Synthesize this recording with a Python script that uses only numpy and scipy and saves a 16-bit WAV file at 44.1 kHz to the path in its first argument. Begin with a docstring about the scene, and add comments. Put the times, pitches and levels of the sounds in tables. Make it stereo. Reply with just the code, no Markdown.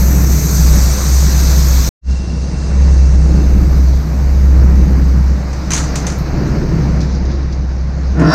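"""Grain wagon unloading

Shelled grain pours through a floor grate: dense random taps, coloured into rush, fizz, hiss and a low body.
A conveyor under the pit hums (three sines) and rumbles (shaped noise). After a short hard cut to silence the
pour is thinner under a faint whistle of narrow noise; stray kernels crack and ring the empty hopper, soft
scuffs of noise pass, and the gate grinds as uneven slips and grit excite its resonances.
The sound is mono in the bass and mids and widens in the treble; the loudest peaks clip."""
import sys
import numpy as np
from scipy import signal
from scipy.io import wavfile
from scipy.ndimage import uniform_filter1d

SR = 44100
rng = np.random.default_rng(int(sys.argv[2]) if len(sys.argv) > 2 else 0)


def digitize_waveform(pressure):
    """Quantize a signal to 16-bit integers and store it at the path in sys.argv[1].

    Rows of a 2-D input are taken as channels; values are limited to [-1, 1].
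    """
    field = np.atleast_2d(pressure).T
    bounded = np.clip(field, -1, 1)
    quanta = np.round(bounded * 32767).astype(np.int16)
    wavfile.write(sys.argv[1], SR, quanta)


N = 367794
T = np.arange(N) / SR  # s

# Curves in two parts, before and after the cut.
# Conveyor hum where the microphone is, then its rumble and roar: [t/s, level/dB]
HUM_LEVEL = [
    [(0.0, -9), (0.36, -10.5), (0.40, -16), (0.556, -14), (0.64, -6.5), (0.92, -8.5), (0.978, -15.5),
     (1.144, -7), (1.796, -10), (1.87, -17)],
    [(2.12, -9.5), (2.24, -16.5), (2.67, -16), (2.79, -8.5), (3.6, -6.5), (3.97, -9.5), (4.03, -17),
     (4.3, -7.5), (5.32, -8), (5.39, -17), (5.64, -19), (6.52, -19), (7.3, -14), (7.96, -17.5), (8.11, -12),
     (8.34, -20)],
]
RUMBLE_LEVEL = [
    [(0.0, -16), (0.5, -15.5), (0.93, -18.5), (1.68, -19.5)],
    [(2.3, -21.5), (2.65, -22), (2.9, -15.5), (3.78, -16), (4.09, -19.5), (4.58, -16), (5.2, -16),
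     (5.42, -22), (5.9, -21), (6.5, -14.5), (6.87, -14.5), (7.2, -18.5), (7.66, -23), (8.1, -22.5)],
]
ROAR_LEVEL = [
    [(0.0, -29), (0.43, -31.5), (0.7, -29.5), (1.68, -31)],
    [(2.3, -38), (2.6, -37), (2.72, -32), (3.4, -33.5), (5.68, -32), (5.93, -29), (6.87, -30), (7.15, -33),
     (7.66, -37), (8.1, -35)],
]
# Grain stream: [t/s, rush level/dB, fizz level/dB]
STREAM_LEVEL = [
    [(0.0, -35, -30), (0.26, -34.5, -29), (0.57, -30.5, -26), (1.15, -28.5, -25.5), (1.4, -28, -28)],
    [(2.3, -41, -46), (2.88, -39.5, -41.5), (3.98, -42, -46), (5.43, -43, -49), (5.93, -36, -48.5),
     (6.19, -40.5, -52.5), (6.94, -41, -50.5), (7.13, -39.5, -57.5), (7.2, -43, -64), (7.92, -46, -61),
     (8.1, -43.5, -58)],
]
# Level of the hiss above about 10 kHz, nearly silent at times: [t/s, level/dB]
HISS_LEVEL = [
    [(0.57, -29.5), (1.39, -33), (1.68, -30)],
    [(2.3, -85.5), (2.88, -74.5), (3.53, -48), (5.03, -52.5), (5.5, -58), (6.0, -54), (7.05, -60.5),
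     (7.2, -88)],
]

# Spectral shapes, relative because each is scaled to rms 1 before use.
# Conveyor rumble, boom of pit and wagon, broad roar: [f/Hz, level/dB]
RUMBLE_SHAPE = [(12, -42), (22, -6), (33, .3), (48, -4), (90, -8), (135, -2.5), (157, 5), (174, -7),
                (195, -2.5), (225, -14), (300, -35)]
BOOM_SHAPE = [(170, -25), (240, -1.5), (320, -1.2), (420, -11), (560, -16), (800, -35)]
ROAR_SHAPE = [(250, -33), (450, 3), (1060, -5), (1600, -7.5), (2300, -12), (3000, -21.5), (4000, -48.5)]
# Thick stream drumming on the bars, then rush and fizz of the grain: [f/Hz, level/dB]
BODY_SHAPE = [(700, -20), (1000, 0), (1700, -1), (2600, -5), (3300, -22)]
RUSH_SHAPE = [(2200, -24), (3300, -12), (4000, -2.5), (4800, -.3), (6300, -3), (7000, -13), (8500, -35)]
FIZZ_SHAPE = [(5000, -25), (5600, 2.5), (6300, 8), (7000, .3), (8300, -2.5), (9500, -11.5), (10800, -18.5),
              (11500, -24)]
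# Hiss above about 10 kHz: [f/Hz, level/dB]
HISS_SHAPE = [(10300, -31.5), (11200, -16), (12000, 0), (12800, 5), (14200, -2.5), (15850, -12)]
# Hopper sheet, its low ring and its main band: [f/Hz, level/dB]
THUD_SHAPE = [(500, -25), (750, 1.5), (2200, -1.5), (3200, -14)]
SHEET_SHAPE = [(2200, -20), (3200, -9), (4200, -6), (5200, -5), (6200, 6.5), (7500, -3), (10500, -19),
               (11500, -26)]

# Left-right likeness, 1 is mono: [f/Hz, likeness]
LIKENESS = [(7000, 1), (8500, .85), (9500, .65), (11500, 0.22), (15000, .05)]
# Stereo lean, added on the left and taken off on the right: [f/Hz, level/dB]
LEAN_CURVE = [(9000, 0), (11500, -1.6)]
# Kernels and knocks on the hopper sheet: [t/s, level/dB, hardness/dB]
STRIKES = [(5.5294, -37.5, -4), (5.7049, -20, 3), (5.7166, -18, -4), (5.734, -15.5, 2), (5.7494, -19, -4),
           (5.7644, -20, 0), (5.7768, -18.5, 0), (5.8394, -29.5, -6), (5.9557, -19.5, 3), (6.066, -21, 0),
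           (6.0994, -29.5, -2), (6.1194, -32.5, 0), (6.184, -44.5, 30), (6.4744, -41.5, 0),
           (7.0124, -41, 0), (8.195, -34, -35)]
# Light scuffs near the microphone: [t/s, level/dB]
SCUFF_PUFFS = [(7.0061, -31), (7.03, -37), (7.15, -39), (7.2535, -38), (7.3149, -37), (7.525, -36.5)]
# Gate resonances, the width being that of one of two passes: [f/Hz, width/Hz, relative level/dB]
PANEL_MODES = [(155, 54, 3.5), (282, 76, 1.5), (438, 58, -10)]
GUIDE_MODES = [(660, 78, -0.5), (1020, 163, -3.5), (1400, 220, -1), (1690, 180, -7), (2400, 450, -19)]
SQUEAL_MODES = [(3900, 600, -8), (4800, 130, -4), (5400, 160, -4), (5100, 930, -4)]

CUT_S, BACK_S, FADE_S = 1.891, 2.012, 0.088  # silence falls, sound returns, fade-in time
EDGE_HZ = 16118  # upper band limit
HUM_HZ = (63.9, 65.3)  # centre pitch before and after the cut
BOOM_DB, BOOM_SHARE, BOOM_REF_DB = -29, 1.1, -18  # the boom follows the rumble level
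HOPPER_S, HOPPER_WIDE_S, HOPPER_DB = 6.5, .5, 3  # boom swells while the microphone is inside the hopper
WHISTLE_HZ, WHISTLE_SAG_HZ_PER_S, WHISTLE_END_S = 2730, 45, 3.6
WHISTLE_DB, WHISTLE_FADE_DB_PER_S = -46.5, 4
SCUFF_T60_S = .14
LOW_DB, LOW_PER_HARD, TOP_DB = -6.5, -.4, -23  # soft strikes thud, hard ones tick
CRACK_T60_S, RISE_S = .035, 0.00094
RING_T60_S, RING_SHARE = .28, np.array([[.55], [.6], [.35]])  # ring beside the crack: sheet, low, top
PUSH_S, MOVING_S, FREE_S = 8.12, 8.22, 8.29  # the gate is pushed, moves, then runs free
GROAN_DB, GROAN_RISE_DB, GROAN_FALL_DB_PER_S = -8.8, 15, 280
SCRAPE_DB, SCRAPE_RISE_DB, SCRAPE_GAIN_DB_PER_S = -18.5, 26, 110
SQUEAL_DB, SQUEAL_DB_PER_S = -30, 200  # level at FREE_S and its steady growth
SLIPS_PER_S, SLIPS_SPEEDUP = 155, 2200  # mean rate, and slips per s gained each second once free
BODY_DB, BODY_RISE_DB_PER_S = -37.5, 2  # only while the full stream pours


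def gain_of(db):
    """Decibels to a factor."""
    return 10 ** (np.asarray(db) / 20)


def evened(x):
    """Scales to rms 1."""
    return x / np.sqrt(np.mean(x ** 2) + 1e-20)


def read(points, hz):
    """A spectral curve read on a log-frequency axis."""
    f, value = np.transpose(points)
    return np.interp(np.log(hz + 1), np.log(f + 1), value)


def columns(rows, t):
    """The columns of a curve read at the times t."""
    s, *values = np.transpose(rows)
    return [np.interp(t, s, v) for v in values]


def both(tables):
    """Columns of the tables before and after the cut, joined in time."""
    return np.where(T < CUT_S, columns(tables[0], T), columns(tables[1], T))


def drift(top_hz):
    """Slow chance of rms 1: sines of random phase, the slow ones larger."""
    t = T[::128]  # slow enough to draw coarsely
    sines = 0
    for f in np.geomspace(top_hz / 20, top_hz, num=24):
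        sines = sines + np.sin(2 * np.pi * (f * t + rng.random())) / np.sqrt(f)
    return np.interp(T, t, evened(sines))


def patter(per_s, spread_db, channels):
    """Random taps of either sign and unequal size, unrelated between channels."""
    chance, size = rng.random((2, channels, N))
    odds = per_s / SR
    taps = np.where(chance < odds, np.sign(chance - odds / 2), 0)
    return evened(taps * gain_of(spread_db * np.minimum(-np.log(size + 1e-9), 4)))


def colour(x, layers, patchy_db, size=512):
    """Gives a white signal a sum of spectra, each on its level curve, with drifting patches.
    A pair of channels is blended by LIKENESS and tilted by LEAN_CURVE."""
    hop = dict(nperseg=size, noverlap=size * 3 // 4)
    hz, t, z = signal.stft(x, SR, **hop)
    power = 0
    for spectrum, db in layers:
        inside = (hz >= spectrum[0][0]) * (hz <= spectrum[-1][0])
        shape = evened(inside * gain_of(read(spectrum, hz)))
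        level = gain_of(np.interp(t, T, db + 0 * T))
        power = power + np.outer(shape, level) ** 2
    patches = uniform_filter1d(rng.standard_normal(z.shape[1:]), size=6, axis=0)  # across frequency
    patches = evened(uniform_filter1d(patches, size=14, axis=1))  # across time
    if len(x) == 2:
        same = np.clip(read(LIKENESS, hz), 0, 1)[:, None]
        lean = gain_of(read(LEAN_CURVE, hz))[:, None]
        right = same * z[0] + np.sqrt(1 - same ** 2) * z[1]
        z = np.array([z[0] * lean, right / lean])
    z = z * (np.sqrt(power) * gain_of(patchy_db * patches))
    return signal.istft(z, SR, **hop)[1][:, :x.shape[1]]


def resonate(x, hz, width):
    """Shifts the curve hz down to zero, smooths, and shifts back: a resonance of gain 1."""
    turn = np.exp(2j * np.pi * np.cumsum(hz * np.ones(len(x))) / SR)
    r = np.exp(-np.pi * width / SR)
    return 2 * (turn * signal.lfilter([1 - r], [1, -r], x / turn)).real


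def ring_modes(x, modes):
    """Rings a set of resonances, each passed twice, and scales their mix to rms 1."""
    mix = 0
    for hz, width, db in modes:
        mix = mix + gain_of(db) * evened(resonate(resonate(x, hz, width), hz, width))
    return evened(mix)


def conveyor():
    """A wavering hum with its half and third orders, over rumble in the pit and a broad roar."""
    (hum_db,), (rumble_db,), (roar_db,) = both(HUM_LEVEL), both(RUMBLE_LEVEL), both(ROAR_LEVEL)
    hopper_swell = HOPPER_DB * np.exp(-((T - HOPPER_S) / HOPPER_WIDE_S) ** 2)
    boom_db = BOOM_DB + BOOM_SHARE * (rumble_db - BOOM_REF_DB) + hopper_swell

    hz = np.where(T < CUT_S, *HUM_HZ) + 0.81 * drift(top_hz=12)
    phase = 2 * np.pi * np.cumsum(hz) / SR
    half_order = gain_of(-21 + 3 * drift(top_hz=9)) * np.sin(phase / 2)
    third_order = gain_of(-22.5) * np.sin(3 * phase)
    orders = np.sin(phase) + half_order + third_order
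    hum = np.sqrt(2) * gain_of(hum_db + 1.2 * drift(top_hz=14)) * orders

    shake_db = drift(top_hz=16)  # load changes shake the whole frame
    low_layers = [(RUMBLE_SHAPE, rumble_db), (BOOM_SHAPE, boom_db)]
    rumble = colour(rng.standard_normal((1, N)), low_layers, patchy_db=1.1, size=4096)
    taps = patter(per_s=9000, spread_db=2.5, channels=1)
    roar = colour(taps, [(ROAR_SHAPE, roar_db + 0.65 * shake_db)], patchy_db=1.0)
    return hum + gain_of(1.2 * shake_db) * rumble + roar


def whistle():
    """A thin fuzzy whistle that sags and fades: noise in a narrow resonance."""
    t = T[(T > CUT_S) & (T < WHISTLE_END_S)]
    hz = WHISTLE_HZ - WHISTLE_SAG_HZ_PER_S * (t - BACK_S)
    tone = resonate(resonate(rng.standard_normal(len(t)), hz, 120), hz, 120)
    start = round(t[0] * SR)
    db = WHISTLE_DB - WHISTLE_FADE_DB_PER_S * (t - BACK_S)
    return np.pad(gain_of(db) * evened(tone), (start, N - start - len(t)))


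def scuffs():
    """Short puffs of gritty noise, each starting at once and dying away."""
    start = int(SCUFF_PUFFS[0][0]) * SR
    t, power = T[start:], 0
    for s, db in SCUFF_PUFFS:
        fall_db = 60 * np.maximum(t - s, 0) / SCUFF_T60_S
        power = power + (t > s) * gain_of(db - fall_db) ** 2
    grit = colour(rng.standard_normal((1, len(t))), [(RUSH_SHAPE, 0)], patchy_db=1.5, size=256)
    return np.pad(np.sqrt(power) * grit[0], (start, 0))


def kernels():
    """Each strike is a sharp crack and a short ring of the hopper sheet, in three bands of noise."""
    start = int(STRIKES[0][0]) * SR
    noise = rng.standard_normal((2, N - start))
    shapes = (SHEET_SHAPE, THUD_SHAPE, HISS_SHAPE)
    bands = [colour(noise, [(shape, 0)], patchy_db=1.3, size=256) for shape in shapes]
    power, age = np.zeros((3, N)), T[:SR // 2]
    crack = gain_of(-60 * age / CRACK_T60_S)
    tail = RING_SHARE * gain_of(-60 * age / RING_T60_S)
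    envelope = (1 - np.exp(-age / RISE_S)) * (crack + tail)
    for s, db, hard_db in STRIKES:
        part = power[:, round(s * SR):][:, :len(age)]
        levels = gain_of([[db], [db + LOW_DB + LOW_PER_HARD * hard_db], [db + TOP_DB + hard_db]])
        part += ((levels * envelope) ** 2)[:, :part.shape[1]]
    struck = sum(np.sqrt(p[start:]) * band for p, band in zip(power, bands))
    return np.pad(struck, ((0, 0), (start, 0)))


def gate():
    """Uneven slips with grit between them ring the panel and the guides; grit alone rings the squeal."""
    t = T[T >= PUSH_S]
    stuck = np.clip((MOVING_S - t) / (MOVING_S - PUSH_S), 0, 1)
    free = np.maximum(t - FREE_S, 0)  # s since it ran free
    groan_db = GROAN_DB - GROAN_RISE_DB * stuck - GROAN_FALL_DB_PER_S * free
    scrape_db = SCRAPE_DB - SCRAPE_RISE_DB * stuck + SCRAPE_GAIN_DB_PER_S * free
    squeal_db = SQUEAL_DB + SQUEAL_DB_PER_S * (t - FREE_S)

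    per_s = SLIPS_PER_S + SLIPS_SPEEDUP * free
    unevenness = evened(uniform_filter1d(rng.standard_normal(len(t)), size=300))
    turns = np.cumsum(per_s * (1 + 0.28 * unevenness)) / SR
    slips = evened(np.diff(np.floor(turns), prepend=0))  # one click per whole turn
    grit = rng.standard_normal(len(t))

    out = gain_of(groan_db) * ring_modes(slips + .2 * grit, PANEL_MODES)
    out += gain_of(scrape_db) * ring_modes(slips + .6 * grit, GUIDE_MODES)
    out += gain_of(squeal_db) * ring_modes(grit, SQUEAL_MODES)
    return np.pad(out * np.clip((t - t[0]) / .04, 0, 1), (N - len(t), 0))


def stream():
    """Countless kernels tick on the bars and on each other; one surge moves rush, fizz and hiss."""
    levels = np.vstack([both(STREAM_LEVEL), both(HISS_LEVEL)])
    rush_db, fizz_db, hiss_db = levels + 0.44 * drift(top_hz=23.98)
    body_db = np.where(T < CUT_S, BODY_DB + BODY_RISE_DB_PER_S * T, -120)
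    layers = [(RUSH_SHAPE, rush_db), (FIZZ_SHAPE, fizz_db), (HISS_SHAPE, hiss_db), (BODY_SHAPE, body_db)]
    return colour(patter(per_s=14000, spread_db=2.0, channels=2), layers, patchy_db=1.55)


def scene():
    """Everything in the shed, from the background to the pouring grain."""
    return conveyor() + whistle() + scuffs() + kernels() + gate() + stream()


def record(dry):
    """A hard cut to silence and a fade back in; peaks clip; then the band limit."""
    fade = np.clip((CUT_S - T) / .0008, 0, 1) + np.clip((T - BACK_S) / FADE_S, 0, 1) ** 2.3
    clipped = np.clip(dry * fade, -.99, .99)
    lowpass = signal.firwin(511, EDGE_HZ, window=("kaiser", 9), fs=SR)
    return signal.oaconvolve(clipped, lowpass[None], "same")


dry = scene()
out = record(dry)
digitize_waveform(out)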